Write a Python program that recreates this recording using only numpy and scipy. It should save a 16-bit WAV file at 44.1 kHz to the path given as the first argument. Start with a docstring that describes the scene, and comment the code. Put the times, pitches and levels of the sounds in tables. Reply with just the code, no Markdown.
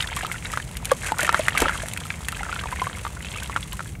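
"""Sand and cement crumbled into water

Two hands crumble a dry block over a plastic tub of muddy water, heard close up.
The block snaps and sheds hissing sand; grit fizzes on the water, lumps plop in, two big clods plunge.
The tub wall returns short echoes, over a low steady rumble."""
import sys
import numpy as np
from scipy import signal
from scipy.fft import rfft, irfft
from scipy.io import wavfile

SR = 44100
rng = np.random.default_rng(int(sys.argv[2]) if len(sys.argv) > 2 else 0)


def write(x):
    x = np.atleast_2d(x).T
    wavfile.write(sys.argv[1], SR, np.round(np.clip(x, -1, 1) * 32767).astype(np.int16))


N = 176400
BUBBLE_GLIDE_PER_S = 1.6
GRAIN_SPREAD_DB = 4


def amp(db):
    """Decibels to gain."""
    return 10 ** (np.asarray(db) / 20)


def unit(x):
    """Scale to rms 1."""
    return x / np.sqrt(np.mean(x ** 2) + 1e-20)


def add(mix, time_s, sound):
    """Mix a sound in at time_s."""
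    part = mix[max(0, round(time_s * SR)):][:len(sound)]
    part += sound[:len(part)]


def colour(x, spectrum):
    """Minimum-phase filter of the given shape; white noise keeps its power."""
    hz, db = np.transpose(spectrum)
    bin_hz = abs(np.fft.fftfreq(4096, 1 / SR))
    gain = unit(amp(np.interp(np.log(bin_hz + 1), np.log(hz), db)))
    response = np.exp(np.conj(signal.hilbert(np.log(gain))))
    return signal.fftconvolve(x, np.fft.ifft(response).real)[:len(x)]


def wander(top_hz):
    """Random drift of rms 1 in the decade below top_hz."""
    hz = np.fft.rfftfreq(N, 1 / SR)
    band = (hz < top_hz) & (hz > top_hz / 10)
    return unit(irfft(rfft(rng.standard_normal(N)) * band, N))


def impacts(per_s, spread_db):
    """Random clicks, mostly small, a few large."""
    size = amp(spread_db * np.minimum(rng.exponential(1, N), 4.5))
    return size * rng.choice([-1, 1], N) * (rng.random(N) < per_s / SR)


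def echoes(decay_s, samples):
    """Sparse decaying reflections of energy 1."""
    t = np.arange(samples) / SR
    taps = rng.standard_normal(samples) * np.exp(-t / decay_s)
    taps *= (rng.random(samples) < 0.1) & (t > 0.0015)
    return taps / (np.linalg.norm(taps) + 1e-12)


def burst(decay_s):
    """Decaying puff of noise."""
    t = np.arange(SR // 5) / SR
    return rng.standard_normal(len(t)) * np.exp(-t / decay_s)


def swell(t, peak_s):
    """Envelope: rises to 1 at peak_s, then decays."""
    return t / peak_s * np.exp(1 - t / peak_s)


# Falling material: (time [s], sand level [dB], grit level [dB])
FLOW = [(0, -34.5, -36), (.08, -45.5, -43), (.18, -38, -37), (.26, -44.5, -38.5), (.33, -38.5, -41),
        (.40, -43.5, -46), (.52, -37.5, -39), (.66, -44, -46.5), (.81, -47, -45), (.91, -42.5, -36),
        (.97, -41.5, -48.5), (1.072, -32, -32), (1.159, -45.5, -44.5), (1.21, -34.5, -28.5),
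        (1.31, -42.5, -36), (1.345, -38.5, -30), (1.43, -35.5, -38), (1.55, -44, -36.5), (1.601, -30, -24),
        (1.68, -42, -34.5), (1.749, -35, -36.5), (1.92, -42.5, -42), (2.25, -43.5, -43.5), (2.45, -42, -39),
        (2.88, -42, -40.5), (3.17, -46, -46.5), (3.33, -41.5, -39), (3.68, -44, -47.5), (3.89, -43.5, -54),
        (3.97, -56, -59)]

def flow():
    """Gain curves of the running sand and the landing grit."""
    time_s, sand_db, grit_db = np.transpose(FLOW)
    t = np.arange(N) / SR
    return amp(np.interp(t, time_s, sand_db)), amp(np.interp(t, time_s, grit_db))


# Sand hiss spectrum: (frequency [Hz], relative level [dB])
HISS_SPECTRUM = [(300, -15), (2000, 2), (5000, -5.5), (6500, 1), (8200, 2.5), (10500, -3.5), (15500, -31)]

def sand(gain, hiss_db=-4.5, grains_db=-8.5, clump_db=2.5):
    """Fine sand hisses in small clumps; coarser grains tick in it."""
    grains = amp(grains_db) * unit(impacts(per_s=1300, spread_db=GRAIN_SPREAD_DB))
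    hiss = amp(hiss_db) * rng.standard_normal(N)
    clumps = amp(clump_db * wander(top_hz=55))
    return colour((hiss + grains) * gain * clumps, HISS_SPECTRUM)


def bubble(hz, decay_s):
    """Trapped air rings, rising slightly in pitch."""
    t = np.arange(SR // 16) / SR
    cycles = hz * (t + BUBBLE_GLIDE_PER_S * (t - 2 * decay_s) * t / 2)
    return np.exp(-t / decay_s) * np.sin(2 * np.pi * cycles)


# Water wash spectrum: (frequency [Hz], relative level [dB])
WASH_SPECTRUM = [(200, -14), (550, 6), (1300, -3.5), (2200, 2.5), (3500, -10.5), (9000, -54)]

def grit(gain, fizz_db=-6, wash_db=-5.5, clump_db=3):
    """Grit peppers the water: many tiny bubbles over a swishing wash."""
    low_hz, high_hz, sizes = 942, 4460, 36
    bubbles_per_s, decay_cycles, tilt_db_per_oct = 600, 1.8, -4.5
    fizz = np.zeros(N)
    for hz in np.geomspace(low_hz, high_hz, sizes):
        ring = bubble(hz, decay_cycles / hz) * np.sqrt(hz)  # equal energy before the tilt
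        ring *= amp(tilt_db_per_oct * np.log2(hz / low_hz))
        fizz += signal.oaconvolve(impacts(bubbles_per_s / sizes, spread_db=5), ring)[:N]
    wash = colour(rng.standard_normal(N) * amp(clump_db * wander(top_hz=200)), WASH_SPECTRUM)
    return gain * (amp(fizz_db) * unit(fizz) + amp(wash_db) * wash)


# Background spectrum: (frequency [Hz], relative level [dB])
RUMBLE_SPECTRUM = [(30, -31), (45, -4), (57, 0.5), (150, -7), (178, -7), (240, -17.5), (550, -28),
                   (4000, -47.5)]

def rumble(rms_db=-35.5):
    """Low steady background noise."""
    return amp(rms_db) * unit(colour(rng.standard_normal(N), RUMBLE_SPECTRUM))


def plop(hz, db, ring_db, ring_max_db=-9, tilt_db_per_oct=-1.5, echo_db=-4.5):
    """A knock on the surface, then a weaker bubble ring; the tub wall echoes each spot differently."""
    t = np.arange(SR // 16) / SR
    knock = amp(db) * swell(t, peak_s=0.61 / hz)
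    ring_level_db = min(db + ring_db + tilt_db_per_oct * np.log2(hz / 1000), ring_max_db)
    decay_s = 0.005 * (1000 / hz) ** 0.76  # small bubbles die sooner
    ring = amp(ring_level_db) * np.exp(-t / decay_s)
    cycles = hz * t * (1 + BUBBLE_GLIDE_PER_S * t / 2)
    direct = np.maximum(knock, ring) * np.sin(2 * np.pi * cycles)
    wall = signal.fftconvolve(direct, echoes(decay_s=0.0021, samples=1000))[:len(t)]
    return direct.std() * unit(direct + amp(echo_db) * wall)


# Lumps hitting the water: (time [s], pitch [Hz], level [dB])
LUMPS = [(0.0061, 3030, -8), (0.0248, 3670, -12.5), (0.043, 1760, -18), (0.074, 3480, -16.5),
         (0.1179, 890, -24.5), (0.129, 2150, -19), (0.1686, 1150, -15.5), (0.21, 1640, -17.5),
         (0.2329, 750, -21), (0.2482, 1255, -13.5), (0.3153, 2080, -14), (0.3427, 1420, -22.0),
         (0.4495, 2200, -20), (0.4562, 3760, -17.5), (0.5356, 1275, -15), (0.5739, 1330, -10),
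         (0.6, 1770, -18.0), (0.9101, 1630, -15.5), (0.9167, 1140, -5), (1.1199, 853, -10),
         (1.193, 1440, -8.5), (1.213, 1770, -14), (1.2318, 600, -18), (1.2478, 1800, -11),
         (1.2778, 1400, -13.5), (1.2922, 1324, -2.0), (1.3448, 1350, -2), (1.3946, 630, -10.5),
         (1.4834, 1750, -2), (1.5509, 1260, -12), (1.5751, 2260, -3), (1.657, 1293, -9.0),
         (1.6642, 559, -19), (1.683, 1730, -8.5), (1.694, 1376, -9.5), (1.834, 651, -22),
         (1.9748, 2470, -16), (2.1034, 2273, -12), (2.2847, 1850, -13.5), (2.3255, 1340, -19.5),
         (2.3935, 1790, -21.5), (2.4073, 806, -21.5), (2.4316, 1380, -16.5), (2.4941, 1270, -17),
         (2.5272, 1400, -13.5), (2.5627, 1350, -18.5), (2.5936, 2940, -16.5), (2.6369, 1146, -19),
         (2.6574, 890, -21), (2.7256, 1020, -17), (2.7974, 2120, -17.5), (2.8179, 1010, -9.5),
         (2.8693, 1130, -14), (3.051, 1146, -16.5), (3.066, 1180, -16.5), (3.2475, 2470, -20),
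         (3.3588, 1250, -24.5), (3.384, 2480, -20), (3.497, 1140, -18.5), (3.5624, 1375, -8.5),
         (3.5719, 1170, -18), (3.6286, 3420, -18.5), (3.723, 2940, -20.5), (3.7347, 1030, -27),
         (3.7936, 1450, -18.5), (3.8051, 1280, -18.5), (3.9522, 2240, -28)]
# Splash spectrum: (frequency [Hz], relative level [dB])
SPLASH_SPECTRUM = [(300, -33.5), (1500, 10), (3600, 4), (5500, -6), (9000, -8), (16000, -29)]

def lumps(splash_db=-15.5):
    """Each lump plops in and throws a short splash."""
    plops, splashes = np.zeros(N), np.zeros(N)
    for time_s, hz, db in LUMPS:
        add(plops, time_s, plop(hz, db, ring_db=-2))
        add(splashes, time_s, amp(db + splash_db) * burst(decay_s=0.0035))
    return plops + colour(splashes, SPLASH_SPECTRUM)


def droplets(grit_gain, base_db=-19.5, max_per_s=100, full_rate_db=-36, low_hz=1283, high_hz=3400):
    """Crumbs and thrown-up drops patter down, denser and louder as more grit falls."""
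    out = np.zeros(N)
    for slot, (jitter, pitch, chance) in enumerate(rng.random(size=(900, 3))):
        time_s = (slot + jitter) / max_per_s
        if time_s >= N / SR:
            break
        flow_ratio = grit_gain[int(time_s * SR)] / amp(full_rate_db)
        if chance < flow_ratio ** 2:
            hz = low_hz * (high_hz / low_hz) ** pitch
            add(out, time_s, plop(hz, base_db + 10 * np.log10(flow_ratio), ring_db=-5))
    return out


# Fractures of the dry block: (time [s], level [dB])
SNAPS = [(0.0255, -30), (0.075, -37.5), (0.164, -25), (0.321, -28), (0.7697, -26), (0.8547, -21),
         (.916, -21.5), (1.185, -22), (1.2067, -20), (1.231, -19), (1.2665, -25), (1.4825, -23.5),
         (1.579, -18), (1.603, -16.5), (1.619, -18), (1.974, -26), (2.052, -34.5), (2.285, -21),
         (2.321, -29)]
# Fracture spectrum: (frequency [Hz], relative level [dB])
SNAP_SPECTRUM = [(200, -36), (1200, -3.5), (3200, 5.5), (5200, -3.5), (8500, 6), (12000, -1), (16000, -22)]

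def snaps(sand_gain, crackle_db=-3.5, click_db=15.5):
    """Each fracture is a click and a cluster of breaking grains; small ones crackle as the sand runs."""
    cracks = impacts(per_s=58, spread_db=GRAIN_SPREAD_DB)
    crackle_power = signal.oaconvolve(cracks ** 2, burst(decay_s=0.0015) ** 2)[:N]
    crackle_envelope = unit(np.sqrt(abs(crackle_power)))
    out = amp(crackle_db) * sand_gain * crackle_envelope * rng.standard_normal(N)
    for time_s, db in SNAPS:
        add(out, time_s, amp(db) * burst(decay_s=0.0034))
        add(out, time_s, amp([db + click_db]))
    return colour(out, SNAP_SPECTRUM)


# Plunging clods: (time [s], cavity pitch [Hz], gulp level [dB], rise [s], churn level [dB])
CLODS = [(0.9156, 533, -7, 0.0048, -29.5), (1.6189, 414, -8, 0.0022, -15)]
# Churning water spectrum: (frequency [Hz], relative level [dB])
CHURN_SPECTRUM = [(50, -5.5), (1000, -7), (2800, -27), (15000, -52)]

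def clods():
    """A big clod opens a cavity that swells into a tight gulp; the water churns."""
    t = np.arange(SR // 16) / SR
    gulps, churn = np.zeros(N), np.zeros(N)
    for time_s, hz, gulp_db, rise_s, churn_db in CLODS:
        add(gulps, time_s, amp(gulp_db) * swell(t, rise_s) ** 2 * np.sin(2 * np.pi * hz * t))
        add(churn, time_s, amp(churn_db) * burst(decay_s=0.017))
    return gulps + colour(churn, CHURN_SPECTRUM)


def scene(room_db=-15):
    """Mono mix: sounds at the tub, a faint short room tail, rumble."""
    sand_gain, grit_gain = flow()
    near = lumps() + clods() + snaps(sand_gain)
    near += sand(sand_gain) + grit(grit_gain) + droplets(grit_gain)
    room = signal.fftconvolve(near, echoes(decay_s=0.0097, samples=9000))[:N]
    return (near + amp(room_db) * room + rumble())[None]


def record(dry, cutoff_hz=15750):
    """Low-pass band limit."""
    taps = signal.firwin(301, cutoff_hz, window=("kaiser", 9), fs=SR)
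    return signal.oaconvolve(dry, taps[None], "same")


dry = scene()
out = record(dry)
write(out)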